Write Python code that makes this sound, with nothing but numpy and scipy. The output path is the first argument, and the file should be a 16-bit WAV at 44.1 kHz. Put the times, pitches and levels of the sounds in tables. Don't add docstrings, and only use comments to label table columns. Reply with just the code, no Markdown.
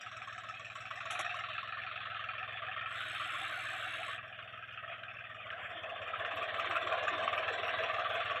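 import sys
import numpy as np
from scipy import signal
from scipy.fft import rfft, irfft, next_fast_len
from scipy.io import wavfile
from scipy.ndimage import uniform_filter1d

SR = 44100
rng = np.random.default_rng(int(sys.argv[2]) if len(sys.argv) > 2 else 0)


def put_to_file(sound):
    columns = np.atleast_2d(sound).T
    safe = np.clip(columns, -1, 1)
    whole_steps = np.round(safe * 32767)
    wavfile.write(sys.argv[1], SR, whole_steps.astype(np.int16))


N = 370440


def amp(db):
    return 10 ** (np.asarray(db) / 20)


def unit(x):
    return x / np.sqrt(np.mean(x ** 2) + 1e-20)


def clock():
    return np.arange(N) / SR


def curves(rows):
    s, *columns = np.transpose(rows)
    return [np.interp(clock(), s, column) for column in columns]


def noise():
    return rng.standard_normal(N)


def wobble(rate):
    knots = rng.standard_normal(int(N * rate / SR) + 2)
    return np.interp(np.arange(N) * rate / SR, np.arange(len(knots)), knots)


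def filtered(x, response):
    m = next_fast_len(N + SR // 4)
    return irfft(rfft(x, m) * response(np.fft.rfftfreq(m, 1 / SR)), m)[:N]


def coloured(x, points):
    hz, db = np.transpose(points)
    return filtered(x, lambda f: amp(np.interp(np.log(f + 1), np.log(hz), db)))


def resonance(f, centre, width):
    return (1j * f * width / (centre * centre - f * f + 1j * f * width)) ** 2


def ring(x, modes):
    return filtered(x, lambda f: sum(amp(db) * resonance(f, c, w) for c, w, db in modes))


def strikes(times, db):
    places = np.clip(np.round(np.asarray(times) * SR).astype(int), 0, N)
    return np.bincount(places, amp(db), N + 1)[:N]


def rattle(hits, t60, crack, crack_t60=0.01, rise=0.00039):
    t = np.arange(SR // 4) / SR
    decay = (amp(-60 * t / t60) + crack * amp(-60 * t / crack_t60)) * (1 - np.exp(-t / rise))
    power = signal.oaconvolve(hits ** 2, decay ** 2)[:N]
    return np.sqrt(np.abs(power)) * noise()


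def shifting(x, depth_db):
    z = signal.stft(x, nperseg=1024)[2]
    field = uniform_filter1d(rng.standard_normal(z.shape), size=4, axis=0)
    field = uniform_filter1d(field, size=9, axis=1)
    return unit(signal.istft(z * amp(depth_db * unit(field)), nperseg=1024)[1][:N])


# (time [s], firing rate [firings/s])
FIRING_RATE = [(0, 19.56), (.3, 18.63), (.55, 18.58), (1.15, 20.81), (1.7, 21.1), (2.15, 21.37),
               (3.45, 20.31), (4, 20.44), (4.7, 19.94), (5.4, 18.65), (5.7, 15.44), (6.15, 16.99),
               (6.8, 18.27), (7.2, 20.35), (8, 18.91), (8.4, 19.48)]


def turned():
    return np.cumsum(curves(FIRING_RATE)[0]) / SR + .72


# (time [s], load [0-1])
ENGINE_LOAD = [(0, 0.05), (5.3, 0.13), (5.8, 0.94), (6.4, 0.94), (8.4, 0.64)]


def crank(place):
    times = np.interp(place + 3 * np.arange(56), turned(), clock(), left=-1, right=-1)
    load = np.clip(np.interp(times, *np.transpose(ENGINE_LOAD)), 0, 1)
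    return np.where(times < 0, N / SR, times), load


# (frequency [Hz], relative level [dB])
AIR_SPECTRUM = [(20, -36), (45, -56), (80, -4), (200, 3.5), (400, -8.5), (900, -32), (3000, -22.5),
                (5000, -40.5), (15000, -36)]


def air(level_db=-71.5):
    return amp(level_db) * unit(coloured(noise(), AIR_SPECTRUM))


# (frequency [Hz], relative level [dB])
EARTH_SPECTRUM = [(100, -32), (170, -10.5), (270, -7.5), (335, -5), (385, -7), (450, 1), (560, 5),
                  (790, 11.5), (880, -7.5), (940, -15), (1000, 10.5), (1100, 10), (1600, -41),
                  (3500, -91.5)]
DIG_S, DIG_DB, ROLL_DB = 7.27, -44, -74
DIG_RISE_DB_PER_S, DIG_FALL_DB_PER_S = 12.5, 10.5


def soil(lumpy_db=4.0, rumble_db=-73, crest_s=0.43, ease_db_per_s=30, bite_s=5.47):
    lumps = shifting(coloured(noise() * amp(lumpy_db * wobble(25)), EARTH_SPECTRUM), depth_db=3.0)
    rumble = curves(ENGINE_LOAD)[0] * unit(ring(noise(), [(53.3, 390, 2.5)]))
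    since = clock() - DIG_S
    slope = np.where(since < 0, DIG_RISE_DB_PER_S, DIG_FALL_DB_PER_S)
    dig_db = DIG_DB - slope * (np.hypot(since, crest_s) - crest_s)
    dig_db = dig_db - ease_db_per_s * np.maximum(bite_s - clock(), 0)
    return amp(np.maximum(dig_db, ROLL_DB)) * lumps + amp(rumble_db) * rumble


# (time [s], mean pitch [Hz], relative level [dB])
CLOD_THUDS = [(5.747, 337, -58), (6.331, 279, -56), (6.662, 326, -49), (6.818, 343, -48), (7.111, 331, -47),
              (7.173, 426, -53), (7.225, 228, -54.5), (7.379, 436, -52), (7.491, 490, -42),
              (7.579, 384, -49), (7.799, 446, -45)]


def clods(swell_s=0.019, spread=0.094, level_db=-3):
    out, t = np.zeros(N + SR), np.arange(SR // 6) / SR
    envelope = t / swell_s * np.exp(1 - t / swell_s)
    for s, hz, db in CLOD_THUDS:
        detune, phase = rng.standard_normal((2, 12, 1))
        partials = np.sin(2 * np.pi * (hz * np.exp(spread * detune) * t + phase))
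        thud = unit(envelope * partials.sum(axis=0)) * np.sqrt(np.mean(envelope ** 2))
        out[round(s * SR):][:len(t)] += amp(db + level_db) * thud
    return out[:N]


# (time [s], length [s], start pitch [Hz], end pitch [Hz], peak level [dB])
SQUEAK_GLIDES = [(4.898, 0.043, 2550, 1990, -46), (5.382, 0.032, 2540, 2250, -46),
                 (5.422, 0.036, 2550, 1830, -47)]


def squeaks(rough=0.03):
    out = np.zeros(N)
    for s, length, start_hz, end_hz, db in SQUEAK_GLIDES:
        u = np.linspace(0, 1, round(length * SR))
        hz = (start_hz + (end_hz - start_hz) * u ** 2) * (1 + rough * wobble(864)[:len(u)])
        tone = np.sin(2 * np.pi * np.cumsum(hz) / SR)
        out[round(s * SR):][:len(u)] += amp(db) * np.sin(np.pi * u) ** .5 * tone
    return out


# (time [s], impulse level [dB])
PIN_TICKS = [(6.358, -60.5), (6.589, -71), (6.753, -65), (7.362, -63.5), (7.82, -67), (8.135, -63)]


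def ticks(t60=.08):
    contacts = rattle(strikes(*np.transpose(PIN_TICKS)), t60=t60, crack=.4)
    return ring(contacts, [(12200, 2200, 5.5), (8700, 700, -12)])


SCRAPE_S, SCRAPE_LENGTH_S = 5.54, 0.21
SCRAPE_DB, SCRAPE_HISS_DB = -45, -74


def scrape(grain_db=3):
    u = np.clip((clock() - SCRAPE_S) / SCRAPE_LENGTH_S, 0, 1)
    stroke = np.sin(np.pi * u) * amp(grain_db * (wobble(90) - .5))
    body = unit(coloured(noise(), [(1000, -40), (1600, 0), (2800, -7.5), (4600, -64)]))
    sizzle = unit(ring(noise(), [(7440, 600, -2), (11500, 400, -8)]))
    return stroke * (amp(SCRAPE_DB) * body + amp(SCRAPE_HISS_DB) * u * sizzle)


# (time [s], relative level [dB], t60 of the bright clash [s])
CLANK_HITS = [(1.106, -45.5, 0.19), (1.1915, -41.5, 0.075), (1.209, -44.5, 0.043), (1.364, -59.5, 0.069)]


def hopper(hz=712, t60=0.95, level_db=-0.5, waver=0.012, rise=0.0091):
    out, t = np.zeros(N + SR), np.arange(SR) / SR
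    for s, db, _ in CLANK_HITS:
        angle = 2 * np.pi * np.cumsum(hz * (1 + waver * wobble(60)[:SR])) / SR
        envelope = amp(db + level_db - 60 * t / t60) * (1 - np.exp(-t / rise))
        out[round(s * SR):][:SR] += envelope * np.sin(angle)
    return out[:N]


# (frequency [Hz], relative level [dB])
CASTING_SPECTRUM = [(850, -31), (1100, -7), (1350, -1.5), (1550, 2), (1820, -2.5), (2080, -2), (2450, -5),
                    (2850, -5.5), (3100, -4.5), (3450, -5), (3900, -10), (4200, -23), (4400, -18),
                    (4750, -75), (7000, -64.5)]
# (frequency [Hz], gain [dB])
LINK_SPECTRUM = [(4700, -23), (5600, 5), (7000, 4.5), (8300, 1), (9300, -5), (10600, 5.5), (12000, -19),
                 (15000, -17)]


def linkage(clash_db=1, frame_db=19, thud_db=20):
    clash = sum(rattle(strikes([s], [db]), t60=t60, crack=0.22, rise=0.0012) for s, db, t60 in CLANK_HITS)
    frame = sum(rattle(strikes([s], [db]), t60=1.5 * t60, crack=.5) for s, db, t60 in CLANK_HITS)
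    clash = coloured(clash, LINK_SPECTRUM)
    bright = amp(clash_db) * np.std(clash) * shifting(clash, depth_db=-0.5)
    dull = amp(frame_db) * coloured(frame, CASTING_SPECTRUM)
    thud = amp(thud_db) * ring(frame, [(716, 203, 0), (354, 100, -15.5)])
    return bright + dull + thud


# (frequency [Hz], width [Hz], relative level [dB])
GEAR_MODES = [(4530, 38, -22), (5280, 190, 2), (5980, 120, 0), (6530, 340, 1.5), (7410, 48, 9.5),
              (7960, 380, 7.5), (8630, 300, 0), (9500, 89, -16), (10580, 294, 4.5), (11550, 810, -13.5),
              (11600, 610, -7), (12000, 460, -11), (8650, 2900, -14.5)]
GRATE_START_S, GRATE_END_S, GRATE_ATTACK_S, GRATE_RELEASE_S = 2.86, 4.19, 0.1, 0.043


def gears(tooth_hz=63.2, ring_db=-68, ring_swell_db=5, casing_db=-46, casing_swell_db=3.0,
          drone_db=-78, drone_swell_db=10):
    times = np.arange(GRATE_START_S, GRATE_END_S, 1 / tooth_hz)
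    teeth = strikes(times, rng.normal(0, 1, len(times)))
    share = np.sqrt((times[-1] - times[0]) * SR / N)
    since, left = clock() - GRATE_START_S, GRATE_END_S - clock()
    contact = np.clip(np.minimum(since / GRATE_ATTACK_S, left / GRATE_RELEASE_S), 0, 1)
    press = np.sin(np.pi * np.clip(since / (GRATE_END_S - GRATE_START_S), 0, 1))
    grate = rattle(teeth, t60=0.087, crack=1.8, crack_t60=0.033)
    gear = amp(ring_db + ring_swell_db * press) * shifting(ring(grate, GEAR_MODES), depth_db=3.5)
    casing = coloured(rattle(teeth, t60=0.48, crack=0.42), CASTING_SPECTRUM)
    casing = amp(casing_db + casing_swell_db * press) * shifting(casing, depth_db=4.0)
    drone = amp(drone_db + drone_swell_db * press) * unit(ring(grate, [(319.3, 19, 0)]))
    return share * contact * (gear + casing + drone)


# (time [s], level before colouring [dB], t60 before the closing fade [s], body pitch [Hz])
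HARD_KNOCKS = [(.22, -35, 0.064, 1310), (0.7548, -29.5, 0.073, 1250), (0.91, -25, 0.075, 1230),
               (1.006, -27.5, 0.037, 1320), (1.059, -28.5, 0.053, 1210), (1.155, -21, .025, 1190),
               (1.4427, -25, 0.032, 1260), (1.585, -28, 0.074, 1340), (2.056, -29, 0.051, 1210),
               (2.764, -34, .06, 1176), (4.39, -30, 0.15, 1320), (4.914, -35, 0.7, 1320),
               (5.035, -27, 0.044, 1500), (5.503, -23.5, 0.07, 1620), (5.527, -30, 0.22, 1600),
               (6.2492, -15.5, 0.016, 1190), (6.419, -27, 0.022, 1370), (6.877, -26, 0.022, 1500),
               (6.5917, -26, 0.035, 1323), (6.645, -21, .025, 1170), (6.755, -16, 0.022, 1310),
               (6.768, -19, 0.058, 1482), (6.9259, -20, 0.028, 1310), (7.081, -19, .04, 1590),
               (7.277, -17, 0.048, 1121), (7.785, -22.5, 0.058, 1170), (8.299, -19, 0.049, 1320)]


def jolts(body_db=3, clatter_db=-3, top_hz=3700, body_width_hz=360):
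    out, t = np.zeros(N + SR), np.arange(SR // 4) / SR
    f = np.fft.rfftfreq(len(t), 1 / SR)
    castings = amp(clatter_db + np.interp(f, *np.transpose(CASTING_SPECTRUM)))
    for s, db, t60, hz in HARD_KNOCKS:
        decay = (amp(-60 * t / t60) + amp(-60 * t / .011)) * (1 - np.exp(-t / 0.0005))
        contacts = decay * rng.standard_normal(len(t))
        colour = amp(body_db) * resonance(f, hz, body_width_hz) + castings
        knock = irfft(rfft(contacts) * colour, len(t)) * (1 - t / t[-1])
        out[round(s * SR):][:len(t)] += amp(db) * knock
    return filtered(out[:N], lambda hz: 1 / (1 + (hz / top_hz) ** 10))


# (place [firings], idling relative level [dB], loaded relative level [dB])
CHATTER_PLACES = [(-.06, -4, 2), (0.7, -1, -14), (.98, -2.5, 2), (1.17, -16.5, -2), (2.08, -6, -3.5),
                  (2.601, -2, -18)]
# (time [s], level [dB])
CHATTER_STRENGTH = [(0, -92), (1.4, -87.5), (1.9, -94.5), (5.4, -99), (6.1, -91.5), (6.6, -81.5),
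                    (7.2, -87), (8.4, -82.5)]


def chatter(swell_s=0.0081, scatter_db=3):
    shakes = 0
    for place, idle_db, loaded_db in CHATTER_PLACES:
        times, load = crank(place)
        db = idle_db + load * (loaded_db - idle_db) + rng.normal(0, scatter_db, len(times))
        shakes = shakes + strikes(times, db)
    t = np.arange(-SR // 20, SR // 20) / SR
    envelope = signal.oaconvolve(shakes, np.exp(-(t / swell_s) ** 2), "same")
    grains = envelope * amp(2.5 * wobble(300)) * noise()
    hiss = ring(grains, [(10770, 900, -1), (12000, 1200, 0), (8200, 750, -2)])
    return amp(curves(CHATTER_STRENGTH)[0]) * shifting(hiss, depth_db=3.5)


# (frequency [Hz], width [Hz], relative level [dB])
PANEL_MODES = [(5557, 520, 9.5), (6470, 800, 0.5), (6290, 230, -2.5), (7160, 280, 3), (7680, 570, 3.5),
               (11000, 1500, -19.5)]
# (time [s], fuel [0-1])
FUEL_FEED = [(0, 0.97), (1.35, 1), (1.75, 0.27), (4.3, 0.1), (5.4, 0.22), (6.1, 0.52), (6.6, 0.96),
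             (8.4, 0.86)]
PANEL_DB, PANEL_FUEL_DB = -93, 26


def panels(scatter_db=2):
    load, = curves(ENGINE_LOAD)
    buzz = 0
    for mode in PANEL_MODES:
        shakes = 0
        for k, (light_db, heavy_db) in enumerate([(-1.5, 7.0), (1.5, 7.0), (-6.5, 0.0)]):
            times, pull = crank(k - .06)
            db = light_db + pull * (heavy_db - light_db) + rng.normal(0, scatter_db, len(times))
            shakes = shakes + strikes(times + 0.0063 * pull, db)
        loose = rattle(shakes * (1 - load), t60=0.34, crack=1.2, crack_t60=0.033, rise=0.00041)
        taut = rattle(shakes * load, t60=0.085, crack=0, rise=0.02)
        buzz = buzz + ring(loose + 4 * taut, [mode])
    level = amp(PANEL_DB + PANEL_FUEL_DB * curves(FUEL_FEED)[0])
    return level * shifting(buzz * amp(1.8 * wobble(70)), depth_db=6.0)


# (time [s], level before the radiation filter [dB])
KNOCK_LEVEL = [(0, -45), (.9, -45.5), (1.25, -38.5), (1.7, -42.5), (2.4, -39.5), (3.2, -39.5), (3.7, -42.5),
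               (4.1, -41.5), (4.3, -45), (5.3, -45), (6.2, -37.5), (6.7, -33.5), (8.4, -33.5)]
# (place [firings], pitch at full sweep [Hz], relative level [dB])
HONK_CYCLE = [(.1, 641.4, 1), (0.55, 641.5, 1), (0.999, 685, -3), (1.652, 744, 4.5), (2.099, 758.5, 2),
              (2.602, 699.7, -8.5)]
# (time [s], level over the block knock [dB])
HONK_STRENGTH = [(0, -13.5), (.9, -12.5), (1.15, -14), (1.8, -16), (2.35, -19), (2.5, -13), (3.05, -20),
                 (3.4, -12.5), (3.8, -9.5), (4.15, -13), (4.45, -12.5), (4.63, -25.5), (4.9, -10),
                 (5.3, -17), (5.6, -12.5), (6.1, -10), (6.7, -14.5), (8.4, -12.5)]
# (time [s], share left [0-1])
SWEEP_SHARE = [(3.9, 1.0), (4.4, .45), (8.4, .4)]
BARK_DB = -11


def pipe(width_hz=105, evenness=0.053, bark_hz=637, bark_width_hz=105, steady=0.53, stray=0.2022,
         flutter_db=2):
    load, = curves(ENGINE_LOAD)
    place, hz, db = np.transpose(HONK_CYCLE)
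    cycle = turned() + stray * wobble(9)
    hz, db = (np.interp(cycle, place, column, period=3) for column in (hz, db))
    hz = hz.min() + curves(SWEEP_SHARE)[0] * (hz - hz.min())
    db = db + flutter_db * wobble(12)
    gas = np.array([filtered(noise(), lambda f: 1 / (1 + (2 * f / width_hz) ** 2)) for _ in range(2)])
    gas = gas / (np.hypot(*gas) + 1e-9) ** evenness
    angle = 2 * np.pi * np.cumsum(hz) / SR
    honk = unit(amp(db) * (gas[0] * np.cos(angle) + gas[1] * np.sin(angle)))
    puffs = 0
    for place, puff_db in [(.15, 2), (1.1, 0.26), (2.1, -1.4)]:
        times = crank(place)[0]
        puffs = puffs + strikes(times, np.full(len(times), puff_db))
    blast = unit(rattle(puffs, t60=0.27, crack=.2)) + steady * noise()
    bark = unit(ring(blast, [(bark_hz, bark_width_hz, 0), (530, 130, -9)]))
    voice = amp(curves(HONK_STRENGTH)[0]) * honk + amp(BARK_DB) * np.sqrt(np.abs(load)) * bark
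    return amp(curves(KNOCK_LEVEL)[0]) * voice


# (idling relative level [dB], loaded relative level [dB])
CYLINDER_STRENGTH = [(5, 6), (6, 0.5), (4.5, -1.5)]
THUMP_DB, THUMP_FOLLOWS = -62, 0.42


def exhaust(idle_hz=113, loaded_hz=101, swell=0.021, lead=0.284, puff_db=-15, puff_hz=64):
    out, t = np.zeros(N + SR), np.arange(SR // 8) / SR
    envelope = (t / swell * np.exp(1 - t / swell)) ** 3
    for k, (idle_db, loaded_db) in enumerate(CYLINDER_STRENGTH):
        for s, load in zip(*crank(k - lead)):
            hz = idle_hz + load * (loaded_hz - idle_hz)
            puff = amp(puff_db + 1.3 * load + rng.normal(0, 0.54)) * np.sin(2 * np.pi * puff_hz * t)
            wave = np.sin(2 * np.pi * hz * t) + puff
            db = idle_db + load * (loaded_db - idle_db) + rng.normal(0, 1.0)
            out[round(s * SR):][:len(t)] += amp(db) * envelope * wave
    knock_db, = curves(KNOCK_LEVEL)
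    return amp(THUMP_DB + THUMP_FOLLOWS * (knock_db - knock_db.mean())) * unit(out[:N])


# (place [firings], idling relative level [dB], loaded relative level [dB],
# relative level in each of the four block modes [dB] x 4, relative level of clatter [dB])
CYCLE_BLOWS = [(-.06, 5, -16, 4.5, -13, -12, -11.5, -2), (0.051, 0.5, -16.5, 3.5, 0.5, -9, -14, -2.5),
               (0.151, -2, -1, -3, 0.5, -11, -3.5, 1.5), (.29, -2.5, -6.5, -7.5, -3.5, 2, -9.5, 1),
               (.55, -4.5, -10, -14, -20, 2, -5, 5.5), (0.88, -9.5, -4, 4, -14, -21.5, -16, -13.5),
               (.92, 2, -13, -17.5, 3, -6.5, 1.5, 0), (1.13, -5, 1, -4.5, 1.5, -6.5, 1, -3.5),
               (1.3, -5.5, -10, -20, -18, 8, -6, 4.5), (1.58, -5, -7.5, -19, -5.5, -7, -14, 2),
               (1.93, 4.5, -16.5, -12.5, 2, -5, 2, -2), (2.1, -2, -2, -1.5, 0, -9.5, -4, 2.5),
               (2.27, -3.5, -6.5, -2, -6, -5, -9, 4), (2.48, -2.5, -6.5, -9, -19, 0, -7, 2.5)]
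# (frequency [Hz], width [Hz])
BLOCK_MODES = [(1180, 155), (1300, 170), (1740, 410), (2520, 580)]
# (time [s], gain [dB])
LOW_MODE_GAIN = [(4.2, -2.5), (4.4, -23), (5.6, -2), (6.2, 4)]


def blows(alike=0.881, t60=0.16, crack=1.1, crack_t60=0.056, clean=0.72, scatter_db=1.32,
          jitter=.0005, size=4096):
    out, f = np.zeros(N + SR), np.fft.rfftfreq(size, 1 / SR)
    lead = size // 32
    t = np.maximum(np.arange(size) - lead, 0) / SR
    decay = (amp(-60 * t / t60) + crack * amp(-60 * t / crack_t60)) * (1 - np.exp(-t / .0007))
    hz, db = np.transpose(CASTING_SPECTRUM)
    castings = amp(np.interp(np.log(f + 1), np.log(hz), db))
    even = lambda z: z / np.sqrt(np.mean(np.abs(z) ** 2, axis=1, keepdims=True))
    for place, idle_db, loaded_db, *mode_db, clatter_db in CYCLE_BLOWS:
        times, load = crank(place)
        contacts = signal.lfilter([1], [1, -alike], rng.standard_normal((len(times), size)), axis=0)
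        ragged = even(rfft(contacts * decay))
        thock = ragged + clean * np.exp(-2j * np.pi * f * lead / SR)
        modes = [amp(db) * even(thock * resonance(f, *mode)) for mode, db in zip(BLOCK_MODES, mode_db)]
        modes[0] = modes[0] * amp(np.interp(times, *np.transpose(LOW_MODE_GAIN)))[:, None]
        rings = irfft(sum(modes) + amp(clatter_db) * even(ragged * castings))
        late, force = rng.standard_normal((2, len(times)))
        levels_db = idle_db + load * (loaded_db - idle_db) + scatter_db * force
        for s, db, wave in zip(times + jitter * late, levels_db, rings):
            out[max(round(s * SR), 0):][:size] += amp(db) * wave
    return unit(out[lead:][:N])


# (time [s], gain [dB])
EDGE_GAIN = [(0, 1), (1.7, 3.5), (2.5, -8.5), (4.1, -17.5), (4.4, -17), (5.7, -20), (6.5, -3.5),
             (8.4, -3.5)]


def block(idle_clatter_db=-10.0, loaded_clatter_db=-5.5, edge_hz=4020, edge_width_hz=420,
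          hush_db=2.0, hush_place=0.88, hush_width=0.081):
    load, = curves(ENGINE_LOAD)
    clatter = shifting(coloured(noise(), CASTING_SPECTRUM), depth_db=5.0)
    clatter = amp(idle_clatter_db + load * (loaded_clatter_db - idle_clatter_db)) * clatter
    knock = shifting(blows(), depth_db=3.5) + clatter
    from_lull = (turned() - hush_place - 0.075 * load + .5) % 1 - .5
    knock = unit(knock * amp(-hush_db * np.exp(-(from_lull / hush_width) ** 2)))
    edge = filtered(knock, lambda hz: 1 / (1 + np.abs((hz - edge_hz) / edge_width_hz) ** 10))
    knock = knock + (amp(curves(EDGE_GAIN)[0]) - 1) * edge
    radiation = [(750, -15.0), (930, -18.0), (1090, -3.0), (4400, -2.5), (6000, -65)]
    return amp(curves(KNOCK_LEVEL)[0]) * coloured(knock, radiation)


def scene():
    planter = soil() + clods() + squeaks() + ticks() + scrape() + hopper() + linkage()
    engine = chatter() + panels() + pipe() + exhaust() + block()
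    return (air() + planter + gears() + jolts() + engine)[None]


def record(dry):
    return np.array([filtered(channel, lambda hz: hz < 15500) for channel in dry])


dry = scene()
out = record(dry)
put_to_file(out)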